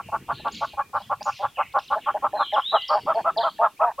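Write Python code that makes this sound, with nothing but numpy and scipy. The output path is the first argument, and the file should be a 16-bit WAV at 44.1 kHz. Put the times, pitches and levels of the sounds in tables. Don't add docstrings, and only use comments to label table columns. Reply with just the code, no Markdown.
import sys
import numpy as np
from scipy import signal
from scipy.fft import rfft, irfft
from scipy.io import wavfile
from scipy.ndimage import uniform_filter1d

SR = 44100
rng = np.random.default_rng(int(sys.argv[2]) if len(sys.argv) > 2 else 0)


def inscribe(sig):
    pcm = np.round(np.clip(np.atleast_2d(sig).T, -1, 1) * 32767)
    wavfile.write(sys.argv[1], SR, pcm.astype(np.int16))


def invert_db(x):
    u = np.asarray(x, float) / 20
    return 10 ** u


N = 176400


def at_hz(points, hz):
    curve_hz, curve_db = np.array(points)[:, 0], np.array(points)[:, 1]
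    return np.interp(np.log(hz + 1), np.log(curve_hz), curve_db, right=-70)


def over_time(points):
    return np.interp(np.arange(N) / SR, *np.transpose(points))


def rms_one(x):
    return x / np.sqrt(np.mean(x ** 2) + 1e-20)


def coloured(points, size):
    hz = np.fft.rfftfreq(size, 1 / SR)
    spectrum = rfft(rng.standard_normal(size)) * invert_db(at_hz(points, hz))
    return rms_one(irfft(spectrum, size))


def drift(hz, size):
    return coloured([(1, 0), (hz, 0), (4 * hz, -30)], size)


def add(out, s, x):
    i = int(s * SR) + np.arange(len(x))
    keep = (i >= 0) & (i < N)
    out[i[keep]] += x[keep]


def echoes(x, t60, bend=1):
    t = np.arange(SR) / SR
    decay = invert_db(-60 * (t / t60) ** bend)
    onset = np.minimum(t / .015, 1)
    tail = rng.standard_normal(SR) * decay * onset * invert_db(2.5 * drift(40, SR))
    return signal.fftconvolve(x, tail / np.sqrt(np.sum(tail ** 2)))[:N]


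OPENING_DB, EFFORT_DB, LOWS_THIN_DB = 8.0, 5.0, 14
THROAT_RISE, THROAT_VARIES = .2, .05


def membrane(pitch, throat, u, shape, jitter, shimmer_db, odd_db=0):
    slot = 8192
    wobble, flutter = drift(80, slot)[:len(u)], drift(50, slot)[:len(u)]
    phase = 2 * np.pi * np.cumsum(pitch * (1 + jitter * wobble)) / SR + rng.uniform(0, 5.9)
    k = np.arange(1, 13)[:, None]
    stretch = 1 + THROAT_RISE * (u - .55) + THROAT_VARIES * rng.uniform(-1, 1)
    octaves = np.log2(k * pitch / 800)
    highs = (OPENING_DB * (u - .5) - EFFORT_DB * (1 - shape)) * np.maximum(octaves, 0)
    lows = LOWS_THIN_DB * (1 - shape) * np.minimum(octaves, 0)
    gains = invert_db(at_hz(throat, k * pitch / stretch) + highs + odd_db * (k % 2) + lows)
    buzz = np.sum(gains * np.sin(k * phase + 0.379 * k * k), axis=0)
    return rms_one(buzz) * invert_db(shimmer_db * flutter)


def cluck_shape(length, swell, fade):
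    u = np.linspace(0, 1, int(length * SR))
    shape = u ** swell * (1 - u) ** fade
    return u, shape / shape.max()


def breathe(voice, throat, shape, breathy_db):
    power = uniform_filter1d(voice ** 2, size=400)
    even = rms_one(voice / (power + .05) ** .25)
    return shape * (even + invert_db(breathy_db) * shape * coloured(throat, 8192)[:len(shape)])


# (start [s], length [s], level [dB], top pitch [Hz])
HOARSE_CLUCKS = [(-.045, 0.062, -25.5, 290), (.116, 0.06, -22.5, 289), (.281, 0.055, -23, 290.5),
                 (.445, 0.054, -22.5, 290.7), (.606, 0.056, -22.5, 288.2), (.77, 0.058, -21.5, 294.8),
                 (.93, 0.063, -21.5, 294.1), (1.094, 0.056, -21, 292.8), (1.253, 0.059, -21, 300),
                 (1.418, 0.057, -22, 294.3), (1.578, 0.051, -19, 296.8), (1.737, 0.06, -19, 296.2),
                 (1.9, 0.061, -19, 293.2), (2.058, 0.059, -19.5, 300.4), (2.221, 0.061, -19, 303.4),
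                 (2.386, 0.056, -18.5, 301.7), (2.553, 0.055, -17, 287.3), (2.716, 0.07, -18.5, 314.8),
                 (2.888, 0.073, -18.5, 313.4), (3.061, 0.076, -18.5, 326.4), (3.241, 0.072, -18, 334.5),
                 (3.422, 0.076, -19.5, 333.5), (3.605, 0.077, -18, 328.5), (3.793, 0.07, -17, 331),
                 (3.978, 0.057, -23.5, 329)]
# (frequency [Hz], level [dB])
HOARSE_THROAT = [(330, -24), (520, -9.5), (660, 3), (850, 6), (1120, 8), (1450, 0.5), (1750, -24),
                 (3300, -33.5)]
HOARSE_JITTER, HOARSE_SHIMMER_DB, HOARSE_ARCH, ODD_DB = .026, 1.9, .25, -10
SECOND_HZ, SECOND_DB, SECOND_YIELDS_DB = 273.9, -1.5, -4
SLACK_HZ, WARM_S = 45, .7


def hoarse_bird():
    out = np.zeros(N)
    for s, length, db, top in HOARSE_CLUCKS:
        u, shape = cluck_shape(length, swell=1.2, fade=1.15)
        strain = np.clip(top / 40 - 7.2, 0, 1)
        arched = top * (1 - HOARSE_ARCH * (.5 + .5 * strain) * (2 * u - 1.05) ** 2)
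        flatter = (SECOND_HZ - SLACK_HZ * (s < WARM_S)) * (1 - 0.033 * u)
        first = membrane(arched, HOARSE_THROAT, u, shape, HOARSE_JITTER, HOARSE_SHIMMER_DB, ODD_DB * strain)
        second = membrane(flatter, HOARSE_THROAT, u, shape, HOARSE_JITTER, HOARSE_SHIMMER_DB)
        voice = first + invert_db(SECOND_DB + SECOND_YIELDS_DB * strain) * second
        add(out, s, invert_db(db) * breathe(voice, HOARSE_THROAT, shape, breathy_db=-11))
    return out


# (frequency [Hz], level [dB per Hz])
RUMBLE_COLOUR = [(25, -38), (70, -3.5), (200, -6), (400, -23), (900, -27), (2000, -28.5)]
AIR_DB, AIR_EASES_DB_PER_S, AIR_SIDE_DB = -48, 4.5, -22
AIR_GUST_DB, BUFFET_DB = 4, 2.5


def air():
    middle, side = coloured(RUMBLE_COLOUR, N), coloured(RUMBLE_COLOUR, N)
    both = middle + invert_db(AIR_SIDE_DB) * side * np.array([[1], [-1]])
    out, edges, buffet = 0, 20 * 2 ** np.arange(8), drift(40, N)
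    for low, high in zip(edges, edges[1:]):
        band = signal.sosfilt(signal.butter(2, [low, high], "band", fs=SR, output="sos"), both)
        out = out + invert_db(AIR_GUST_DB * drift(9, N) + BUFFET_DB * buffet) * band
    return invert_db(AIR_DB - AIR_EASES_DB_PER_S * np.arange(N) / SR) * out


# (frequency [Hz], level [dB per Hz])
HISS_COLOUR = [(100, 4.5), (2000, 2), (16000, -3.5)]


def microphone_hiss():
    own = np.array([coloured(HISS_COLOUR, N), coloured(HISS_COLOUR, N)])
    shared = 0.58 * coloured(HISS_COLOUR, N)
    return invert_db(-59 + .5 * np.tanh(drift(13, N))) * (own + shared)


def glides(rows, bend):
    out, waver = np.zeros(N), invert_db(3.2 * drift(120, N))
    for s, length, start, end, db in rows:
        u = np.linspace(0, 1, int(length * SR))
        pitch = start + (end - start) * np.expm1(-bend * u) / np.expm1(-bend)
        tone = np.sqrt(2) * np.sin(2 * np.pi * np.cumsum(pitch) / SR)
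        add(out, s, invert_db(db) * np.sin(np.pi * u) ** .6 * tone)
    return out * waver


TREES_T60_S = 0.53
# (time [s], level [dB])
FLOCK_ACTIVITY = [(0, -48.5), (.2, -59), (.4, -51), (.62, -50.5), (.8, -63), (.95, -82), (1.2, -61),
                  (1.33, -46), (1.5, -57.5), (1.7, -66), (1.9, -57.5), (2.2, -60.5), (2.6, -57.5),
                  (3.0, -54), (3.25, -53.5), (3.45, -70), (3.6, -59), (4, -63)]
FLOCK_PER_S, FLOCK_LOW_HZ, FLOCK_HIGH_HZ, FLOCK_DIRECT_DB = 76, 2520, 3700, -7.5


def flock():
    a = rng.random((400, 5))
    start = np.cumsum(2 * a[:, 0]) / FLOCK_PER_S - .5
    length = .015 + .03 * a[:, 1]
    hz = FLOCK_LOW_HZ * (FLOCK_HIGH_HZ / FLOCK_LOW_HZ) ** (a[:, 2] ** 2)
    rows = np.c_[start, length, hz * 1.2, hz * (.7 + .25 * a[:, 3]), -8 * a[:, 4]]
    x = glides(rows, bend=1.05)
    return invert_db(over_time(FLOCK_ACTIVITY)) * rms_one(invert_db(FLOCK_DIRECT_DB) * x + echoes(x, TREES_T60_S))


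# (time [s], level [dB])
WIND_SWELLS = [(0, -78), (.15, -51.5), (.45, -52.5), (.7, -59.5), (.9, -86), (1.5, -82), (2.0, -58.5),
               (2.3, -54), (2.8, -83), (3.05, -49), (3.3, -53), (3.6, -65), (4, -70.5)]
# (frequency [Hz], level [dB per Hz])
WIND_COLOUR = [(100, -12.5), (180, -3), (350, -3.5), (480, -5.5), (700, -37.5)]


def wind_in_branches():
    return invert_db(over_time(WIND_SWELLS) + 3.3 * drift(25, N)) * coloured(WIND_COLOUR, N)


# (middle [s], half length [s], level [dB])
LEAF_STIRS = [
    (.13, .08, -60),
    (1.0, .07, -69),
    (1.33, .07, -63),
    (3.2, .04, -62),
    (3.64, 0.047, -71),
]


def leaves():
    t = np.arange(N) / SR
    swell = sum(invert_db(db) * np.exp(-((t - s) / half) ** 4) for s, half, db in LEAF_STIRS)
    return swell * np.array([coloured([(2000, -11), (4000, 3), (16000, -4)], N) for _ in "LR"])


# (start [s], length [s], level [dB], top pitch [Hz])
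MATE_CLUCKS = [(.08, 0.02, -33.5, 225.4), (.39, 0.02, -43.5, 216), (.727, 0.025, -38, 208),
               (.994, 0.026, -35.5, 205), (1.203, 0.021, -32.5, 213), (1.388, 0.065, -29.5, 204.2),
               (1.567, 0.066, -26.5, 197.9), (1.755, 0.039, -21.5, 207.1), (1.948, 0.046, -24.5, 215),
               (2.138, 0.044, -24, 209.3), (2.325, 0.063, -22, 213.6), (2.518, 0.061, -21.5, 212.6),
               (2.724, 0.051, -16.5, 222.9), (2.93, 0.066, -19.5, 213.6), (3.14, 0.076, -20, 227),
               (3.358, 0.082, -21, 230.9), (3.583, 0.1, -18, 233.1), (3.803, 0.12, -20, 238.3)]
# (frequency [Hz], level [dB])
MATE_THROAT = [(220, -44), (450, -21), (680, 0), (900, 0), (1130, -18), (1350, -38), (1620, -34),
               (2000, -54)]
# (frequency [Hz], level [dB per Hz])
RASP_COLOUR = [(1250, -28), (1500, -5), (1750, -8.5), (2100, -25.5)]
MATE_JITTER, MATE_SHIMMER_DB, MATE_ARCH, CREAK, RASP_DB = .013, 1.8, .19, 4.0, -17.5
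TICK_HZ, TICK_DB, TICK_S, TICK_LEADS_S = 1750, -23, .0025, .005


def mate():
    out = np.zeros(N)
    for s, length, db, top in MATE_CLUCKS:
        u, shape = cluck_shape(length, swell=.75, fade=1.4)
        t = u * length
        tick = np.sin(2 * np.pi * TICK_HZ * t) * (t / TICK_S) * np.exp(1 - t / TICK_S)
        add(out, s, invert_db(db + TICK_DB) * tick)
        creak = 1 + CREAK * u ** 4
        arched = top * (1 - MATE_ARCH * (2 * u - .85) ** 2)
        voice = membrane(arched, MATE_THROAT, u, shape, MATE_JITTER * creak, MATE_SHIMMER_DB * creak)
        voice = voice + invert_db(RASP_DB) * 4.0 * u ** 3 * coloured(RASP_COLOUR, 8192)[:len(u)]
        add(out, s + TICK_LEADS_S, invert_db(db) * breathe(voice, MATE_THROAT, shape, breathy_db=-13))
    return out


# (start [s], length [s], from [Hz], to [Hz], level [dB])
WHISTLES = [(.315, 0.076, 4700, 3400, -43.5), (0.51, 0.04, 5300, 3550, -41), (0.35, 0.087, 1600, 1850, -54),
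            (0.94, 0.065, 5800, 1900, -49.5), (1.545, 0.065, 3200, 1800, -39.5),
            (2.325, 0.2, 2550, 2250, -54), (2.345, .07, 4150, 3950, -37.5), (2.385, 0.1, 3900, 2800, -34.5),
            (2.7, 0.2, 2000, 2050, -50.5), (1.4, 0.052, 3800, 3200, -48), (0.69, 0.162, 2480, 2380, -54),
            (1.55, 0.037, 3300, 2300, -38.5), (2, 0.054, 4050, 1500, -44)]


def whistling_birds():
    return glides(WHISTLES, bend=.3)


# (start [s], length [s], from [Hz], to [Hz], level [dB])
STROKES = [(.34, 0.02, 2800, 3700, -48), (.375, .015, 3700, 2340, -53), (.645, 0.012, 6200, 7000, -59),
           (.685, 0.018, 4600, 3900, -57), (1.198, 0.038, 2050, 2950, -52), (1.205, 0.029, 4500, 5250, -51),
           (1.237, 0.025, 6500, 7280, -48), (1.256, 0.029, 7250, 5100, -49),
           (1.318, .025, 2200, 3050, -46.5), (1.36, 0.025, 6000, 4630, -55), (1.365, .018, 3900, 2740, -55),
           (1.415, 0.019, 3000, 3930, -62), (1.43, 0.013, 3200, 3520, -49), (1.72, 0.019, 2700, 5300, -58),
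           (1.79, 0.018, 6000, 4700, -51), (1.83, 0.027, 5200, 6600, -57.5),
           (1.83, 0.0034, 4000, 2670, -59), (1.9, .018, 3700, 2560, -53), (1.925, 0.007, 4000, 3260, -45),
           (2.532, 0.032, 3950, 2703, -32.5), (2.812, 0.046, 2700, 3426, -34.5),
           (3.372, 0.025, 5100, 2820, -29), (3.39, 0.065, 5060, 2750, -37.5),
           (3.0, 0.0446, 3150, 2750, -52.5), (3.63, 0.058, 3680, 3630, -58.5),
           (3.765, 0.029, 2150, 2700, -56), (3.812, .02, 2920, 1810, -44)]


def nearer_birds():
    return glides(STROKES, bend=.3)


# (start [s], length [s], from [Hz], to [Hz], level [dB])
CHIRPS = [(.481, 0.007, 5430, 2680, -39), (.518, 0.0177, 5500, 7260, -46.5),
          (.541, 0.018, 5430, 2444, -41.5), (.545, 0.04, 7670, 2820, -42), (1.01, 0.042, 2710, 3510, -50),
          (1.012, 0.013, 3980, 5160, -53.5), (1.228, 0.0043, 2800, 6430, -40),
          (1.284, 0.03, 7200, 4500, -50.5), (1.785, 0.02, 5670, 2450, -39), (1.876, 0.022, 5720, 2810, -42),
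          (2.048, 0.05, 3700, 2980, -48.5), (2.512, 0.039, 2880, 1557, -45),
          (2.536, 0.024, 6050, 4880, -53), (2.618, 0.115, 2880, 3982, -31), (2.738, 0.069, 3900, 2770, -34),
          (2.88, 0.029, 5820, 4330, -37), (3.14, .03, 5600, 4220, -50), (3.371, 0.022, 5354, 2765, -41),
          (3.395, 0.03, 4780, 2950, -48.5), (2.815, 0.025, 5270, 4200, -49)]


def chirping_birds():
    return glides(CHIRPS, bend=2.6)


# (start [s], length [s], level [dB])
TWITTERS = [
    (0.546, 0.12, -58),
    (1.287, 0.098, -59.5),
    (1.798, 0.15, -72),
]


def twitter():
    rows = []
    for s, length, db in TWITTERS:
        for k, a in enumerate(rng.random((10, 5))):
            start = s + length * (k + a[0]) / 10
            from_hz, to_hz = 3800 + 3600 * a[2], 2200 + 2800 * a[2] * a[3]
            rows.append((start, 0.081 + 0.0091 * a[1], from_hz, to_hz, db - 6 * a[4]))
    x = glides(rows, bend=1.5)
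    return x + invert_db(3) * echoes(x, .2)


def scene():
    pair = hoarse_bird() + mate()
    whistles, strokes, chirps = whistling_birds(), nearer_birds(), chirping_birds()
    small = chirps + strokes + invert_db(-10) * whistles + flock() + twitter()
    small = small + invert_db(-2.5) * echoes(chirps + whistles + invert_db(-3.5) * strokes, TREES_T60_S)
    side = invert_db(-41.5) * echoes(pair, .03) + invert_db(-22.5) * echoes(small, .03)
    birds = pair + invert_db(-17.5) * echoes(pair, 0.095) + small + side * np.array([[1], [-1]])
    return birds + air() + wind_in_branches() + leaves()


def roll_off(x):
    return signal.sosfilt(signal.butter(12, 15880, fs=SR, output="sos"), x)


def record(dry):
    mix = dry + microphone_hiss()
    return roll_off(mix)


dry = scene()
out = record(dry)
inscribe(out)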